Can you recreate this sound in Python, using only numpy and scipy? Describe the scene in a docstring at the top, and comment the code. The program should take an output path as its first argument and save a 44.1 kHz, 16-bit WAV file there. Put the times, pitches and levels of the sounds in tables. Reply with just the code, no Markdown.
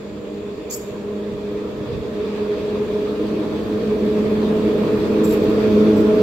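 """Electric freight train arriving at a platform

Drives hum on multiples of a pitch that climbs as the train gathers speed, then levels off close by.
Wheel roar is shaped noise that grows as the distance shrinks; louvre air swells as it passes.
Three dull thuds, bright flange scrapes (noise in wheel modes) and faint wheel singing lie on top;
platforms and trees answer the scrapes through a decaying noise echo.
"""
import sys
import numpy as np
from scipy import signal
from scipy.fft import rfft, irfft, next_fast_len
from scipy.io import wavfile
from scipy.ndimage import uniform_filter1d, map_coordinates

SR = 44100
rng = np.random.default_rng(int(sys.argv[2]) if len(sys.argv) > 2 else 0)


def transcribe(signal):
    """Save signal, clipped to [-1, 1], as a 16-bit WAV file at the path in sys.argv[1]."""
    frames = np.atleast_2d(signal).T
    limited = np.clip(frames, -1, 1)
    pcm = np.round(limited * 32767).astype(np.int16)
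    wavfile.write(sys.argv[1], SR, pcm)


N = 274302

# Strong hum lines. Each row: time in seconds, nominal levels of orders 2, 3 and 4 in dB.
HUM_LEVELS = [(0, -38, -46, -43), (0.35, -34.5, -35, -32.5), (0.7, -42.5, -42, -36),
              (1.15, -31.5, -39, -30.5), (2, -37, -37.5, -33), (2.45, -31.5, -41, -24.5),
              (2.95, -31.5, -42, -22), (3.25, -29.5, -27, -26.5), (3.55, -30, -30, -34),
              (4.1, -21, -34, -22.5), (4.8, -24.5, -28.5, -25.5), (5.1, -24, -25, -22),
              (5.45, -26.5, -27.5, -21.5), (5.87, -15, -20.5, -18.5), (6.22, -23, -30.5, -16)]
# Weaker hum lines. Each row: multiple of the drive pitch, nominal level alongside in dB,
# loss per doubling of distance in dB, gain through the open louvres in dB.
HUM_OVERTONES = [(1, -49, 12, 14), (5.95, -40.5, 5.5, 9), (8, -52, 7, 4), (9.92, -54, 11, 5)]
# Wheel noise spectra, low to high. Each row: frequency in Hz, relative density in dB per Hz.
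RUMBLE_SPECTRUM = [(20, -40), (32, -24), (42, -8.5), (58, -1), (90, 0.5), (135, 1.5), (175, -4.5),
                   (240, -13.5), (500, -77.5)]
ROAR_SPECTRUM = [(120, -38), (165, -1), (183, 0), (200, 4.5), (235, 4), (262, -1), (295, 5), (345, -3.5),
                 (385, -12.5), (430, 5), (600, -67)]
GROWL_SPECTRUM = [(300, -26.5), (390, -0.5), (450, 0), (490, -1.5), (545, -13.5), (590, -8.5), (650, -12),
                  (720, -21), (1000, -52.5)]
RAIL_SPECTRUM = [(450, -11.5), (700, -9), (780, 0.5), (1030, 2.5), (1280, 0.5), (1500, -6.5), (1900, -8.5),
                 (3500, -65)]
HISS_SPECTRUM = [(900, -36), (1600, 1), (2050, 0.5), (2450, 3.5), (3000, -1), (3450, 1), (4100, -2.5),
                 (4650, -4), (5200, -9.5), (6500, -14.5), (7500, -15), (8700, -23.5), (15000, -54.5)]
TOP_HISS_SPECTRUM = [(4000, -20), (7400, 3.5), (8800, -11), (10000, -10.5), (12000, 4), (13600, -6),
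                     (15700, -5)]
# Cooling air at the side louvres. Each row: frequency in Hz, relative density in dB per Hz.
LOUVRE_SPECTRUM = [(600, -14), (900, -15.5), (1400, 12), (1600, -4), (2100, -13.5), (3000, -6), (4200, -13),
                   (5800, -12.5), (9000, -45.5)]
# Wheels dropping into dips. Each row: centre in seconds, level in dB, bell width (sigma) in seconds.
TRACK_THUDS = [(1.336, -34, 0.021), (1.796, -33.5, 0.019), (1.954, -30, 0.058)]
# Flange scrapes. Each row: start in seconds, nominal level in dB, length in seconds,
# sizzle relative to ring in dB, wheel pitch as a ratio.
FLANGE_SCRAPES = [(.7, -39.5, .01, -10, 0.92), (.709, -29.7, .044, -8.5, 1), (.748, -47, .03, 7, 1.1),
                  (5.237, -41, .024, -.5, 1.055), (5.262, -50.5, .058, 3.5, 1.055),
                  (5.322, -52.5, .025, 11, 1.055), (5.345, -60, .032, 7, 1.055),
                  (5.961, -58, .06, 2.5, 1.1)]
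# Wheel modes at pitch ratio 1. Each row: frequency in Hz, width in Hz, relative level in dB.
WHEEL_MODES = [(4500, 300, -15), (4900, 350, -16), (5420, 300, -13), (6310, 30, -6), (6660, 45, -2),
               (6810, 40, -6), (6945, 35, 2), (6995, 40, 3), (7076, 35, 1), (7000, 900, -17),
               (7380, 110, -7), (7650, 300, -10)]
# Steel on steel. Each row: frequency in Hz, relative density in dB per Hz.
SIZZLE_SPECTRUM = [(3800, -29), (5500, -8), (8000, -9.5), (9000, -11), (10500, -10), (11600, 0.5),
                   (12700, 1), (13700, -2.5), (14500, -4.5), (15600, -8.5)]
# Thin wheel chirps. Each row: centre in seconds, level in dB, bell width (sigma) in seconds.
WHEEL_CHIRPS = [(4.92, -58, .008), (4.98, -54, .009), (5.438, -49, .008), (5.505, -55, .018),
                (6.013, -58, .012), (6.166, -55, .015)]
# Echo of platforms and trees. Each row: frequency in Hz, time to fall by 60 dB in seconds.
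STATION_DECAY = [(200, .7), (6000, 0.66), (14000, 0.49)]
# Stereo image. Each row: frequency in Hz, left-right correlation from -1 to 1.
STEREO_LIKENESS = [(40, .71), (90, 0.7), (200, 0.97), (450, 0.93), (700, 0.32), (1000, 0.65),
                   (1400, -0.063), (1700, 0.14), (2050, -0.075), (2450, 0.45), (3000, -0.25), (3450, 0.33),
                   (4000, -0.14), (4600, 0.22), (5200, -0.19), (6100, 0.25), (7000, -0.3), (7600, 0.14),
                   (8600, -.18), (13000, 0.008)]

# Approach at constant speed; the effective distance allows for the length of the train.
SPEED_M_PER_S, ARRIVAL_S, ALONGSIDE_M = 10.18, 5.885, 26.35
# Drive pitch; the ceiling stands for the Doppler drop that cancels the climb close by.
START_HZ, RISE_HZ_PER_S, LEVEL_OFF_HZ = 102.05, 0.93, 106.7
SLOWER_SET_RATIO = 0.97  # second motor set, beats against the first
LOUVRE_PASS_S, LOUVRE_SIDE_M, LOUVRE_ABREAST_DB = 5.95, 6.5, -40.5
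SING_START_DB, SING_FADE_DB_PER_S = -61, 2.5
# Rougher rail: bell centre and sigma; gain is full on the hiss, half on the rail band.
ROUGH_RAIL_S, ROUGH_RAIL_SIGMA_S, ROUGH_RAIL_DB = 2.45, 0.3, 2
TOP_HISS_ALONGSIDE_DB, ABSORB_DB_PER_M = -60.3, 0.29  # absorption by the air
TOP_HZ = 15750


def amp(db):
    """Decibels to gain."""
    return 10 ** (np.asarray(db) / 20)


def unit(x):
    """Scale to rms 1."""
    return x / np.sqrt(np.mean(x ** 2) + 1e-20)


def seconds():
    """Time of each sample in s."""
    return np.arange(N) / SR


def along(points, hz):
    """Interpolate (Hz, value) points on a log frequency axis."""
    point_hz, values = np.transpose(points)
    return np.interp(np.log(hz + 1), np.log(point_hz + 1), values)


def curves(rows):
    """One interpolated value per sample for each column after the time."""
    knot_s, *columns = np.transpose(rows)
    return [np.interp(seconds(), knot_s, column) for column in columns]


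def wobble(knots_per_s):
    """Random spline of rms about 1, held in 32-sample steps."""
    knots = rng.standard_normal(4096)
    positions = np.arange(0, N, 32) * knots_per_s / SR
    curve = unit(map_coordinates(knots, [positions], mode="wrap"))
    return curve.repeat(32)[:N]


def swell(centre_s, sigma_s):
    """Gaussian rise and fall, peak 1."""
    return np.exp(-0.5 * ((seconds() - centre_s) / sigma_s) ** 2)


def stroke(start_s, length_s, rise_s=0.0028, fall_s=0.0052):
    """Contact envelope: catches, holds and lets go, with tanh edges."""
    t = seconds() - start_s
    return (1 + np.tanh(t / rise_s)) * (1 - np.tanh((t - length_s) / fall_s)) / 4


def filtered(x, response):
    """Apply a gain given as a function of Hz, by zero-padded FFT."""
    size = next_fast_len(N + SR // 4)
    spectrum = rfft(x, size) * response(np.fft.rfftfreq(size, 1 / SR))
    return irfft(spectrum, size)[..., :N]


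def spread(pair, gain):
    """Colour two unrelated signals and mix them to the tabled left-right correlation, rms 1."""
    def response(hz):
        turn = np.arccos(np.clip(along(STEREO_LIKENESS, hz), -1, 1)) / 2
        return gain(hz) * np.array([np.cos(turn), np.sin(turn)])
    mid, side = filtered(pair, response)
    return unit(np.array([mid + side, mid - side]))


def rush(spectrum, patchy_db):
    """Shaped stereo noise, rms 1, with random gain patches in time and frequency."""
    z = signal.stft(rng.standard_normal((2, N)), nperseg=512)[2]
    field = rng.standard_normal(z.shape[1:])
    field = uniform_filter1d(field, size=5, axis=0)
    field = uniform_filter1d(field, size=12, axis=1)
    pair = signal.istft(z * amp(patchy_db * unit(field)), nperseg=512)[1][:, :N]
    return spread(pair, lambda hz: amp(along(spectrum, hz)))


def rubbed(modes):
    """Friction noise through resonant modes, rms 1."""
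    def gain(hz):
        return sum(amp(db) / (1 + (2 * (hz - centre_hz) / width_hz) ** 2)
                   for centre_hz, width_hz, db in modes)
    return spread(rng.standard_normal((2, N)), gain)


def distance():
    """Effective distance in m: shrinks until alongside, then holds."""
    ahead_m = SPEED_M_PER_S * np.maximum(ARRIVAL_S - seconds(), 0)
    return np.hypot(ahead_m, ALONGSIDE_M)


def approach(alongside_db, doubling_db):
    """Level in dB, losing doubling_db per doubling of distance."""
    return alongside_db - doubling_db * np.log2(distance() / ALONGSIDE_M)


def abreast():
    """How squarely the louvres face the listener: near 0 far off, 1 as they pass."""
    offset_m = SPEED_M_PER_S * (seconds() - LOUVRE_PASS_S)
    return LOUVRE_SIDE_M ** 2 / (offset_m ** 2 + LOUVRE_SIDE_M ** 2)


def fading(far_db=2.2, knots_per_s=12):
    """Wavering gain of a hum line through the air, deeper with distance."""
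    depth_db = far_db * distance() / distance().max()
    return amp(depth_db * wobble(knots_per_s))


def drive_order(phase, rough, flutter_per_s, width, slower):
    """One hum line: clean core, slower motors, beating of many axles, opposed left-right scatter."""
    beating = wobble(flutter_per_s) + 1j * wobble(flutter_per_s)
    scatter = wobble(flutter_per_s / 2) + 1j * wobble(flutter_per_s / 2)
    start, slow_start = rng.uniform(0, 2 * np.pi, size=2)
    slow_set = np.exp(1j * ((SLOWER_SET_RATIO - 1) * phase + slow_start))
    line = 1 + slower * slow_set + rough * beating + width * scatter * np.array([[1], [-1]])
    return fading() * unit(np.real(line * np.exp(1j * (phase + start))))


def drives():
    """Motors and gears hum on multiples of one pitch that climbs to a ceiling."""
    pitch_hz = np.minimum(START_HZ + RISE_HZ_PER_S * seconds(), LEVEL_OFF_HZ)
    phase = 2 * np.pi * np.cumsum(pitch_hz * (1 + 0.002 * wobble(5))) / SR
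    second_db, third_db, fourth_db = curves(HUM_LEVELS)
    hum = amp(second_db - 0.2) * drive_order(
        2 * phase, rough=0.12, flutter_per_s=28, width=0.042, slower=0.25)
    hum += amp(third_db + 0.3) * drive_order(
        3 * phase, rough=0.65, flutter_per_s=34, width=0.08, slower=0.35)
    hum += amp(fourth_db - 0.2) * drive_order(
        4 * phase, rough=0.13, flutter_per_s=24, width=0.06, slower=0.16)
    for multiple, alongside_db, doubling_db, louvre_db in HUM_OVERTONES:
        level_db = approach(alongside_db, doubling_db) + louvre_db * abreast()
        hum += amp(level_db) * drive_order(
            multiple * phase, rough=0.45, flutter_per_s=20, width=0.38, slower=0.1)
    return hum


def wheels():
    """Rough treads shake ground, sleepers, bogies and rails, each in its own register."""
    rough_db = ROUGH_RAIL_DB * swell(ROUGH_RAIL_S, ROUGH_RAIL_SIGMA_S)
    rail_db = approach(alongside_db=-36, doubling_db=8.3) + rough_db / 2 + 0.72 * wobble(28)
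    hiss_db = approach(alongside_db=-38.7, doubling_db=7.7) + rough_db + 0.63 * wobble(32)
    top_db = TOP_HISS_ALONGSIDE_DB - ABSORB_DB_PER_M * (distance() - ALONGSIDE_M)
    sound = amp(approach(alongside_db=-32.5, doubling_db=8.5)) * rush(RUMBLE_SPECTRUM, patchy_db=0)
    sound += amp(approach(alongside_db=-22.3, doubling_db=12.5)) * rush(ROAR_SPECTRUM, patchy_db=-0.5)
    sound += amp(approach(alongside_db=-22.5, doubling_db=9)) * rush(GROWL_SPECTRUM, patchy_db=1.04)
    sound += amp(rail_db) * rush(RAIL_SPECTRUM, patchy_db=1.1)
    sound += amp(hiss_db) * rush(HISS_SPECTRUM, patchy_db=1.5)
    return sound + amp(top_db) * rush(TOP_HISS_SPECTRUM, patchy_db=0.5)


def louvres():
    """Cooling-air noise from the side louvres, swelling as they pass."""
    return amp(LOUVRE_ABREAST_DB) * abreast() * rush(LOUVRE_SPECTRUM, patchy_db=2.5)


def flanges():
    """A flange catches the rail and chatters; its wheel modes ring under a bright sizzle."""
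    sizzle = rush(SIZZLE_SPECTRUM, patchy_db=1.5)
    sound = np.zeros((2, N))
    for start_s, db, length_s, sizzle_db, pitch in FLANGE_SCRAPES:
        ring = rubbed([(hz * pitch, width_hz, mode_db) for hz, width_hz, mode_db in WHEEL_MODES])
        sound += amp(db) * stroke(start_s, length_s) * (ring + amp(sizzle_db) * sizzle)
    chatter_db = 2.3 + 2.2 * wobble(160)
    return sound * amp(chatter_db)


def thuds():
    """A wheel dropping into a dip gives the ground a dull push: a bell of low noise."""
    ground = rush(RUMBLE_SPECTRUM, patchy_db=-0.5)
    push = sum(amp(db) * swell(centre_s, sigma_s) for centre_s, db, sigma_s in TRACK_THUDS)
    return push * ground


def singing():
    """Wheel modes sing in a fading layer; two squeal bands grow with approach; chirps are brief."""
    sound = amp(SING_START_DB - SING_FADE_DB_PER_S * seconds()) * rubbed(WHEEL_MODES)
    squeal_db = approach(alongside_db=-68, doubling_db=12.5)
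    sound += amp(squeal_db + 5 * wobble(28)) * rubbed([(13700, 200, 0)])
    sound += amp(squeal_db - 4 + 3 * wobble(28)) * rubbed([(11850, 300, 0)])
    chirping = sum(amp(db) * swell(centre_s, sigma_s) for centre_s, db, sigma_s in WHEEL_CHIRPS)
    return sound + chirping * rubbed([(13670, 130, 0)])


def station(x):
    """Echo of platforms and trees: convolution with noise that dies faster in the treble."""
    hz, t, z = signal.stft(rng.standard_normal((2, SR * 3 // 4)), SR, nperseg=256)
    decay_db = -60 * t / along(STATION_DECAY, hz)[:, None]
    tail = signal.istft(z * amp(decay_db), SR, nperseg=256)[1]
    return signal.fftconvolve(x, tail / np.linalg.norm(tail[0]), axes=1)[:, :N]


def scene():
    """Sum of all layers, 0.9 dB stronger on the right, where the track runs."""
    scrapes = flanges()
    train = drives() + wheels() + louvres() + thuds() + singing()
    train = train + scrapes + amp(-9.5) * station(scrapes)
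    return train * amp([[-0.45], [0.45]])


def record(dry):
    """Band limit: nothing passes from TOP_HZ up."""
    return filtered(dry, lambda hz: hz < TOP_HZ)


dry = scene()
out = record(dry)
transcribe(out)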